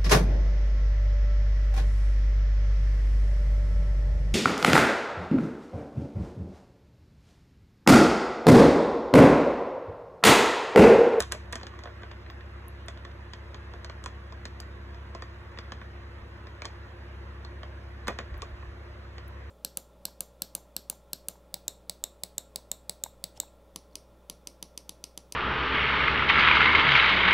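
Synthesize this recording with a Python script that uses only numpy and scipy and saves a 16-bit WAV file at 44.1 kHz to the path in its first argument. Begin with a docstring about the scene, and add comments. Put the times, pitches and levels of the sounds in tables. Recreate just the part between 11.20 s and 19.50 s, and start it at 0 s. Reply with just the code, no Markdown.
"""Paws among glass marbles

Indoors, close to a handheld camera with two microphone ports: a rat paws through glass marbles in a plastic
tub of shallow water. Each contact is a shaped noise click of dry glass and a knock: a falling chirp plus the
damped modes of the tub wall. A faint diffuse room tail answers. Behind it: a spinning machine and electric hum
as summed tones, a steady rush of air as filtered noise, and a few soft low thumps as swelling sines."""
import sys
import numpy as np
from scipy import signal
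from scipy.fft import rfft, irfft
from scipy.io import wavfile
from scipy.ndimage import uniform_filter1d

SR = 44100
rng = np.random.default_rng(int(sys.argv[2]) if len(sys.argv) > 2 else 0)


def log_audio(samples):
    """Write samples as a 16-bit WAV file to the path given in sys.argv[1]."""
    # one column per channel
    frames = np.atleast_2d(samples).T
    # limit to full scale, then quantise
    limited = np.clip(frames, -1, 1)
    pcm = np.round(limited * 32767).astype(np.int16)
    wavfile.write(sys.argv[1], SR, pcm)


N = 366030  # length in samples

# Marble contacts: t/s, click energy/dB, upper corner of click f/Hz, click ring f/Hz, height of ring/dB,
# tub knock energy/dB, struck patch of wall f/Hz, low wall resonance/dB, upper wall resonance/dB
MARBLE_CONTACTS = [(0.0038, -1, 14200, 3700, 6.0, -2.5, 1750.0, 5.0, 2.5),
                   (0.0235, -12.0, 8100.0, 3300, 1, -15, 1220, -2, -3),
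                   (0.032, -18, 4000.0, 3600.0, 11, -20, 730.0, 7, -3.0),
                   (0.116, -23.0, 5900.0, 4620.0, 6.0, -15, 1070.0, -6, 3.0),
                   (0.1216, -3.5, 12100, 2740, 5, -9.0, 1060, -7, 7.5),
                   (0.1277, -32, 3000.0, 2480.0, 8.0, -13.5, 525, 5, -5),
                   (0.1414, -38.0, 4000.0, 3460.0, 4.0, -22, 760.0, 6, 1.0),
                   (0.1486, -23, 5400.0, 4640.0, 13, -15, 630.0, 12, -10),
                   (0.326, -13, 10600, 3100.0, 3, -20, 1660, 4, 0),
                   (0.3302, -13, 4700.0, 6500, 0, -8.5, 1040, -2, 6),
                   (0.3557, -11.5, 8050, 2620.0, 7.0, -11, 1600, 3, -1),
                   (0.399, -28, 3900.0, 5520.0, 7.0, -28, 1290.0, -1.0, 0.0),
                   (0.4122, -29.0, 4400.0, 6120.0, 12, -21, 1760.0, 3, -3),
                   (0.4317, -18, 5000.0, 4330, 10.0, -17, 760.0, 5, -1.0),
                   (0.4684, -18, 5400.0, 3020.0, 4, -21.5, 1740.0, 1.0, 4.0),
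                   (0.5378, -38.0, 4400.0, 4040.0, 5.0, -21, 1130.0, -2, 0.0),
                   (0.5904, -27, 6200.0, 3480.0, 5, -20, 1940.0, -7, -4),
                   (0.6367, -22, 5700.0, 4620.0, 6, -20, 540.0, 8, -7),
                   (0.6565, -25, 4100.0, 3420.0, 10, -14.5, 630.0, 9, 1),
                   (0.673, -35.5, 3800.0, 5240.0, 9.0, -16.5, 590.0, 8, 2),
                   (0.8212, -39, 6000.0, 6900.0, 8.0, -26, 1890.0, 3.0, 1.0),
                   (0.8337, -25.5, 4200.0, 3540.0, 7.0, -16, 1670.0, 9, 6),
                   (0.914, -22.5, 3900.0, 3520, 4, -21, 650.0, 4, -2.0),
                   (1.063, -31, 3300.0, 3980.0, 9.0, -25, 1990.0, -11, 3),
                   (1.1005, -22, 3700.0, 5080.0, 10, -24.5, 1990.0, 4, -3),
                   (1.208, -30.0, 3500.0, 4080.0, 9.0, -28, 1130.0, -10, 3.0),
                   (1.6835, -15, 7400.0, 3460.0, 11, -13.5, 620.0, -5, -4),
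                   (1.7746, -28.0, 4100.0, 2780.0, 6.0, -29, 1300.0, 0.0, 3),
                   (1.8503, -22.5, 5000.0, 3480, 9, -18, 1270, 2, 8),
                   (1.914, -33.0, 4000.0, 3540.0, 8, -31, 1420.0, -8, 6),
                   (2.1346, -17, 5100.0, 3460.0, 5.5, -18, 666, -5, 1),
                   (2.345, -20.5, 4400.0, 6760.0, 7.0, -19, 1020.0, -4, 0),
                   (2.537, -26.5, 4400.0, 6240.0, 7, -18.0, 1080.0, 12, 1),
                   (2.6461, -17.5, 6140, 4400, 11, -19.0, 1140.0, 12, 5),
                   (2.6973, -21, 4700, 4300.0, 2, -16.5, 1020.0, 0, -7),
                   (2.84, -20.5, 8500, 3320.0, 4, -21, 1540.0, 10, 0),
                   (2.86, -14.5, 7260, 3500, 7, -10, 1000.0, -4, -4),
                   (3.1234, -26.5, 4900.0, 4900.0, 8.0, -19.5, 1090.0, 2, -13),
                   (3.2543, -15, 6700.0, 4180, 13, -15, 580.0, 5, 3.0),
                   (3.4016, -16.5, 8800.0, 4700.0, 16, -23, 810.0, 9, -1.0),
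                   (3.746, -31, 4400.0, 5380.0, 7.0, -26.5, 580.0, 2.0, 1.0),
                   (3.9491, -22, 5800.0, 4980.0, 5, -12.5, 1080, 17.5, -7.0),
                   (4.0221, -19.5, 5770, 4600.0, 11, -13.5, 1110.0, 10, 10),
                   (4.3742, -25, 3200.0, 5220.0, 9.0, -23, 1840.0, 1.0, -1.0),
                   (4.3876, -15.5, 4400, 5100, 10.0, -16, 1130, 5, -2.0),
                   (4.5207, -16.0, 4630, 6650, 8, -13.5, 1240, 8, 8),
                   (4.6147, -28, 3400.0, 3640.0, 10, -18, 1800.0, -5, -3.0),
                   (5.27, -27, 4000.0, 5120.0, 8.0, -22.5, 1210, 10, 10),
                   (5.4199, -13, 5000.0, 2280.0, 11, -15.5, 1230, 3, -6),
                   (5.4472, -26, 5200.0, 5020.0, 5.0, -18.5, 1940.0, 5, 1.0),
                   (5.4539, -11, 6200, 4260.0, 12, -14.5, 920, 3, -2),
                   (6.2486, -21, 5300.0, 4340.0, 15, -22.5, 1160, 9, -3.0),
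                   (6.432, -20.5, 4100.0, 3100, 8, -16.5, 1670.0, 4, -1),
                   (6.8714, -17, 6100.0, 4300, 13, -12, 1020.0, 5, 5),
                   (6.8802, -11, 7460, 2220, 8, -14.5, 1940.0, -9, 14),
                   (6.8822, -12.5, 5300.0, 3520.0, 16, -1, 1160, 8.0, 5),
                   (6.8927, -31, 3300.0, 3500.0, 4, -8, 670.0, 10, -9),
                   (6.9021, -33.0, 5000.0, 4980.0, 11.0, -13.5, 840.0, 6.0, 0.0),
                   (6.9093, -38.0, 3300.0, 2440.0, 4.0, -16, 720.0, 13, -7.0),
                   (6.988, -11.5, 4540, 7100, 9, -8.0, 520.0, 2, 6),
                   (7.0012, -34, 3700.0, 3740.0, 4.0, -15, 514, 0, -3),
                   (7.142, -32, 4000.0, 4770, 12.0, -20.5, 1070.0, 5, -3),
                   (7.22, -14, 6100.0, 3440, 8, -15, 1120.0, 5, -6.0),
                   (7.2276, -36, 3600.0, 3860.0, 4.0, -14.5, 1150, 13, 1),
                   (7.427, -42, 3000.0, 4740.0, 9.0, -23.5, 1090.0, 3, 2.0),
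                   (7.9817, -22.5, 4600.0, 4840.0, 5, -21.5, 514, 4, -1.0)]
# Spells in which the paws roll and rub the marbles: from t/s, to t/s, base level of the touches/dB
RUBBING_SPELLS = [(0.029, 0.2, -41), (0.275, 0.7, -46.5), (0.8, 1.25, -55), (2.297, 2.95, -50),
                  (3.698, 4.64, -46.5), (5.247, 5.6, -44), (6.826, 7.3, -43)]
# Tiny high ticks, as of droplets bursting: t/s, energy/dB, centre f/Hz
HIGH_TICKS = [(1.1065, -40, 13500), (1.482, -26, 11700), (1.6618, -41, 12000), (3.4045, -32, 12300),
              (6.8807, -22.5, 11600), (7.1784, -35, 13800), (8.08, -32, 12400)]
# Soft low thumps: t/s, level relative to each other/dB, f/Hz
LOW_THUMPS = [(.88, -54, 45), (2.521, -48, 50), (2.62, -54, 48), (5.001, -41, 50.3), (6.86, -35, 55),
              (7.116, -29.5, 65.4), (7.153, -32.5, 53.4), (7.215, -43, 50), (7.315, -36.5, 52.6),
              (7.47, -37.5, 58.2), (7.7, -50, 45)]
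# Colour of a hard glass contact: f/Hz, relative level/dB
GLASS_COLOUR = [(500, -16.5), (2000, 0), (2900, 0), (3450, 5), (3900, -2), (4250, 5), (5200, 2), (6200, 2),
                (8500, 3.5), (11500, -5), (13000, -10), (16000, -34)]
# Colour of the bending wave in the tub wall: f/Hz, relative level/dB
WALL_COLOUR = [(100, -44), (250, -11), (380, 3), (550, 1), (800, -4.5), (1100, 5.5), (1400, -1),
               (1800, 0.5), (2200, -3), (3200, -19), (6000, -38.5)]
# Modes of the tub with its water: f/Hz, relative level/dB, t60/s
TUB_MODES = [(223, 6.5, 0.049), (330, -9, 0.052), (450, -6, 0.052), (599, -7, 0.07), (692, -1, 0.065),
             (950, -12, .11), (1040, 1.5, 0.036), (1110, 5.5, 0.042), (1270, -7, 0.026), (1488, 2.5, 0.039),
             (1597, -9.5, 0.068), (1890, 2.5, 0.039), (2280, 5.5, 0.017), (2480, 6.5, 0.026)]
# Decay of the room: f/Hz, t60/s
ROOM_DECAY = [(200, 0.2), (1000, 0.11), (4000, 0.34), (8000, 0.26), (14000, 0.3)]
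# Colour of the reverberation: f/Hz, level/dB
ROOM_COLOUR = [(200, -10.5), (600, -4), (1100, -13), (1800, -6), (2800, -6.5), (4300, -9), (6300, -8.5),
               (10000, -14.5), (14000, -15)]
# Orders of the spinning machine: multiple of its speed, level against the sixth/dB
SHAFT_ORDERS = [(6, 0), (8, -24), (12, -17), (14, -27), (18, -17), (20, -29), (24, -23), (30, -26),
                (42, -24), (44, -28), (61, -27)]
# Swell of the spinning machine: t/s, rms level of its sixth multiple/dB
SHAFT_SWELL = [(0.05, -41.5), (0.57, -47.5), (1.49, -44), (2.42, -45.5), (2.52, -44), (3.54, -43.5),
               (3.8, -42.5), (4.27, -47), (4.52, -44), (5.71, -48), (5.87, -43.5), (6.22, -43), (7.74, -46),
               (8.25, -43.5)]
# Steady electric hum: f/Hz, rms level/dB
ELECTRIC_TONES = [(77.64, -54), (100.0, -50.5), (122.4, -64), (346.05, -60.8)]
# Rush of air: f/Hz, level/dB per Hz
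AIR_COLOUR = [(20, -101), (45, -84), (68, -72), (110, -84.5), (165, -87), (215, -82), (285, -87.5),
              (330, -81), (400, -83.5), (470, -84.5), (570, -81.5), (680, -86.5), (800, -88), (950, -84),
              (1100, -83.5), (1250, -85.5), (1400, -85.0), (1900, -85), (2250, -91.5), (2700, -93),
              (3400, -98), (4500, -101.3), (7000, -113.9), (12000, -120), (16000, -126)]
# Left-right likeness of the air and of the room tail: f/Hz, likeness (1 = alike)
STEREO_LIKENESS = [(130, 0.88), (350, 0.76), (800, 0.43), (2200, 0.046), (3600, 0.56), (4700, 1),
                   (12000, 1)]
# Phase between the two microphone ports: f/Hz, lead of the left/rad
LEFT_LEAD = [(0, 0), (150, 0), (450, -.5), (1300, -.4), (2100, .6), (2700, 2.0), (3700, 1.65), (4650, 3.14),
             (16300, 20.1)]
# Balance of the two microphone ports: f/Hz, left minus right/dB
LEFT_BALANCE = [(100, 0), (450, .6), (900, -2.2), (1450, -2.8), (2000, -.8), (3300, 0), (8000, -.6)]

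# two broad resonances of the wall: centre and half width
LOW_HZ, LOW_OCTAVES, UPPER_HZ, UPPER_OCTAVES = 540, 0.81, 1800, 0.22
# after-contacts of a struck marble: delays, and energy of their knock against the blow's knock
SETTLE_FROM_S, SETTLE_TO_S, SETTLE_DB = 0.0066, 0.027, -20.5
# click of an after-contact: energy against its own knock, upper corner
SETTLE_GLASS_DB, SETTLE_CORNER_HZ = -9, 4300
BOUNCE_S = 0.018  # a harder blow bounces longer: settling time added by a knock of 0 dB
TAIL_BLEND_HZ = 1.7  # two random tails are blended in turn so neither colours every echo
SPIN_HZ = 11.183  # mean speed of the machine in turns a second
# a wandering tone that throbs against the highest electric tone: pitch, rms wander, rms level
BEAT_HZ, BEAT_WANDER_HZ, BEAT_DB = 357, 0.9, -63
EDGE_HZ = 16300  # upper band limit of the recorder

SIZE = 6144  # samples in one short sound
T = np.arange(SIZE) / SR
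HZ = np.fft.rfftfreq(SIZE, 1 / SR)
ALL_HZ = np.fft.rfftfreq(N, 1 / SR)


def amp(db):
    """Decibels to gain."""
    return 10 ** (np.asarray(db) / 20)


def unit(x):
    """Scales a sound to energy 1."""
    return x / np.sqrt(np.sum(x ** 2) + 1e-30)


def read(points, hz):
    """Reads a table on a log-frequency axis."""
    f, value = np.transpose(points)
    return np.interp(np.log(hz + 1), np.log(f), value)


def add(mix, s, sound):
    """Adds a sound into the mix at a time in seconds."""
    part = mix[..., max(round(s * SR), 0):][..., :sound.shape[-1]]
    part += sound[..., :part.shape[-1]]


def causal(gain):
    """The minimum-phase spectrum: the most compact pulse with this colour."""
    cepstrum = irfft(np.log(np.maximum(gain / gain.max(), 1e-5)))
    cepstrum[1:SIZE // 2] *= 2
    cepstrum[SIZE // 2 + 1:] = 0
    return np.exp(rfft(cepstrum))


def bump(hz, octaves):
    """The shape of a resonance, of height 1."""
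    return 1 / (1 + (np.log2((HZ + 1) / hz) / octaves) ** 2)


def scattered(decay_s, uneven):
    """Dense dying reflections, slightly different at each ear."""
    shared, left, right = rng.standard_normal((3, SIZE)) * np.exp(-T / decay_s)
    return np.array([unit(shared + uneven * own) for own in (left, right)])


def evenly(paths, size):
    """The spectrum of many paths that spread a pulse in time but keep its broad colour."""
    z = rfft(paths)
    power = uniform_filter1d((abs(z) ** 2).mean(0), size)
    return z * causal(power ** -0.5)


def drift(rate_hz):
    """A slow random wander of rms 1."""
    slow = rfft(rng.standard_normal(N)) * np.exp(-(ALL_HZ / rate_hz) ** 2)
    return np.sqrt(N) * unit(irfft(slow, N))


def stereo_pair(noise, hz):
    """Mixes two noise spectra so that left and right are as alike as the likeness table says."""
    left, other = noise
    same = np.clip(read(STEREO_LIKENESS, hz), 0, 1)[:, None]
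    return np.array([left, same * left + np.sqrt(1 - same ** 2) * other])


def marbles(count=5):
    """Each contact clicks and knocks the tub, then settles in fainter contacts at random short delays."""
    out = np.zeros((2, N))
    for s, glass_db, corner_hz, ring_hz, ring_db, tub_db, patch_hz, low_db, upper_db in MARBLE_CONTACTS:
        glass = amp(glass_db) * click(corner_hz, ring_hz, ring_db)
        tub = amp(tub_db) * knock(patch_hz, low_db, upper_db)
        add(out, s, glass + tub)
        settle_click = amp(SETTLE_GLASS_DB) * click(SETTLE_CORNER_HZ, ring_hz, ring_db=0)
        settle = amp(tub_db + SETTLE_DB) * (knock(patch_hz) + settle_click)
        latest_s = SETTLE_TO_S + BOUNCE_S * amp(tub_db)
        for late in rng.uniform(SETTLE_FROM_S, latest_s, count):
            add(out, s + late, settle)
    return out


def click(corner_hz, ring_hz, ring_db, ring_width_hz=190, burst=1.0, burst_s=0.00076,
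          scatter=1.0, scatter_s=0.003, uneven=0.21):
    """Glass contact: a pulse and its quick passage through touching marbles, a ring, scatter in the heap."""
    ring = ring_db / (1 + ((HZ - ring_hz) / ring_width_hz) ** 2)
    colour = amp(read(GLASS_COLOUR, HZ) + ring) / np.sqrt(1 + (HZ / corner_hz) ** 8)
    near = burst * unit(rng.standard_normal(SIZE) * np.exp(-T / burst_s))
    pulses = (T == 0) + near + scatter * scattered(scatter_s, uneven)
    # the root of 2 gives each channel energy 1 on average
    return np.sqrt(2) * unit(irfft(evenly(pulses, size=170) * causal(colour)))


def knock(patch_hz, low_db=0, upper_db=0, travel_s=0.001294, patch_db=6, patch_octaves=0.12,
          ring=0.8, ring_rise_s=0.0018, scatter=0.86, scatter_s=0.0048, detune=0.015, uneven=0.2):
    """Tub wall: a bending wave arrives as a falling chirp, then modes of random sign, strength and detune."""
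    patch = patch_db * bump(patch_hz, patch_octaves)
    low = low_db * bump(LOW_HZ, LOW_OCTAVES)
    upper = upper_db * bump(UPPER_HZ, UPPER_OCTAVES)
    colour = amp(patch + low + upper)
    # bending waves speed up with the root of frequency; the highest arrive nearly with the click
    lag_s = travel_s * (2 * np.sqrt(1000 / np.clip(HZ, 100, 3300)) - 1)
    # phase is the running sum of the delay over frequency
    wave = causal(amp(read(WALL_COLOUR, HZ))) * np.exp(-2j * np.pi * np.cumsum(lag_s) * HZ[1])
    paths = evenly((T == 0) + scatter * scattered(scatter_s, uneven), size=56)
    hz, db, t60 = np.transpose(TUB_MODES)[:, :, None]
    place, shift = rng.standard_normal((2, len(TUB_MODES), 1))
    # a random place sets how strongly, and with which sign, each mode is driven
    strength = np.tanh(2 * place) * amp(db - 60 * T / t60)
    modes = strength * np.sin(2 * np.pi * hz * (1 + detune * shift) * T)
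    ringing = unit(modes.sum(0) * (1 - np.exp(-T / ring_rise_s)))
    body = np.sqrt(2) * unit(irfft(paths * wave)) + ring * ringing
    coloured = irfft(rfft(body) * causal(colour))
    fade_out = 1 - (T / T[-1]) ** 2
    return np.sqrt(2) * unit(coloured * fade_out)


def nudges(touches_per_s=75, glass_db=-10, spread_db=4, corner_hz=3400, count=8):
    """Rolling marbles touch faintly and often, at a few places in the tub."""
    places = []
    for _ in range(count):
        glass = amp(glass_db) * click(corner_hz, rng.uniform(3000, 5200), ring_db=2)
        places.append(glass + knock(rng.uniform(740, 1520)))
    out = np.zeros((2, N))
    for start, end, db in RUBBING_SPELLS:
        slots = np.arange(start, end, 1 / touches_per_s)
        for slot, (late, force, place) in zip(slots, rng.random((len(slots), 3))):
            level = amp(db + spread_db * (2 * force + 1.5))  # 6 to 14 dB above the base level
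            add(out, slot + late / touches_per_s, level * places[int(place * count)])
    return out


def ticks(decay_s=0.001, width_hz=2200):
    """Very short, very high bursts: dying noise through a narrow band."""
    out = np.zeros(N)
    for s, db, hz in HIGH_TICKS:
        burst = rfft(rng.standard_normal(SIZE) * np.exp(-T / decay_s))
        band = causal(1 / (1 + ((HZ - hz) / width_hz) ** 4))
        add(out, s, amp(db) * unit(irfft(burst * band)))
    return out


def room(x, onset_s=0.0017, early=1.0, early_s=0.025):
    """A diffuse tail from cage and room, each band dying at its own speed."""
    hz, t, noise = signal.stft(rng.standard_normal((2, SR // 2)), SR, nperseg=256)
    z = stereo_pair(noise, hz)
    fade = amp(-60 * t / read(ROOM_DECAY, hz)[:, None]) * (1 - np.exp(-(t / onset_s) ** 2))
    fade *= 1 + early * np.exp(-(t / early_s) ** 4)  # the near walls answer first and loudest
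    fade /= np.sqrt(np.sum(fade ** 2, 1, keepdims=True) * t[1] * SR)  # equal energy in every band
    colour = amp(read(ROOM_COLOUR, hz))[:, None]
    tail = signal.istft(z * fade * colour, SR, nperseg=256)[1]
    return signal.fftconvolve(x.mean(0)[None], tail, axes=1)[:, :N]


def thumps(level_db=-2, rise_s=0.016):
    """Dull low pushes: sines that swell and die within a few cycles."""
    out = np.zeros(N)
    swell = T / rise_s * np.exp(1 - T / rise_s)
    for s, db, hz in LOW_THUMPS:
        add(out, s, amp(db + level_db) * swell * np.sin(2 * np.pi * hz * T))
    return out


def hum(waver=0.00041):
    """Orders of a slightly wavering shaft and one wandering tone beat against steady electric tones."""
    t = np.arange(N) / SR
    turns = np.cumsum(SPIN_HZ * (1 + waver * drift(0.76))) / SR
    spin = sum(amp(db) * np.cos(2 * np.pi * (round(k) * turns + rng.random())) for k, db in SHAFT_ORDERS)
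    spin = spin * amp(np.interp(t, *np.transpose(SHAFT_SWELL)))
    electric = sum(amp(db) * np.cos(2 * np.pi * (hz * t + rng.random())) for hz, db in ELECTRIC_TONES)
    beat_cycles = np.cumsum(BEAT_HZ + BEAT_WANDER_HZ * drift(1.0)) / SR
    beating = amp(BEAT_DB) * np.cos(2 * np.pi * beat_cycles)
    return np.sqrt(2) * (spin + electric + beating)  # peak from rms


def air(swell_db=0.19, patchy_db=1.97):
    """A steady noise rush with slight eddies, its left-right likeness changing with frequency."""
    hz, t, noise = signal.stft(rng.standard_normal((2, N)), SR, nperseg=1024)
    z = stereo_pair(noise, hz)
    eddies = uniform_filter1d(rng.standard_normal(z[0].shape), size=3, axis=0)  # smooth over frequency
    eddies = uniform_filter1d(eddies, size=6, axis=1)  # and over time
    patches = amp(patchy_db * eddies / eddies.std())
    rush = signal.istft(z * patches, SR, nperseg=1024)[1][:, :N]
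    colour = amp(read(AIR_COLOUR, ALL_HZ)) * np.sqrt(SR / 2)  # level per Hz to white-noise gain
    return irfft(rfft(rush) * colour, N) * amp(swell_db * drift(1.3))


def ports(x):
    """Sound reaches the two microphone ports with a different phase and strength."""
    half_balance = read(LEFT_BALANCE, ALL_HZ) * np.array([[0.5], [-0.5]])
    z = rfft(x * np.ones((2, 1))) * amp(half_balance)
    z[1] *= np.exp(-1j * np.interp(ALL_HZ, *np.transpose(LEFT_LEAD)))
    return irfft(z, N)


def scene():
    """The tub up close in a humming room, with a faint diffuse room tail, heard at both ports."""
    tub = marbles() + nudges() + ticks()
    # two random tails are blended in turn so neither colours every echo
    blend = 2 * np.pi * TAIL_BLEND_HZ * np.arange(N) / SR
    echoes = room(tub * np.cos(blend)) + room(tub * np.sin(blend))
    return ports(tub + echoes + thumps() + hum() + air())


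def record(dry):
    """The band limit of the recorder: a steep linear-phase low-pass."""
    low_pass = signal.firwin(511, EDGE_HZ, window=("kaiser", 9), fs=SR)
    return signal.oaconvolve(dry, low_pass[None], "same")


dry = scene()
out = record(dry)
log_audio(out)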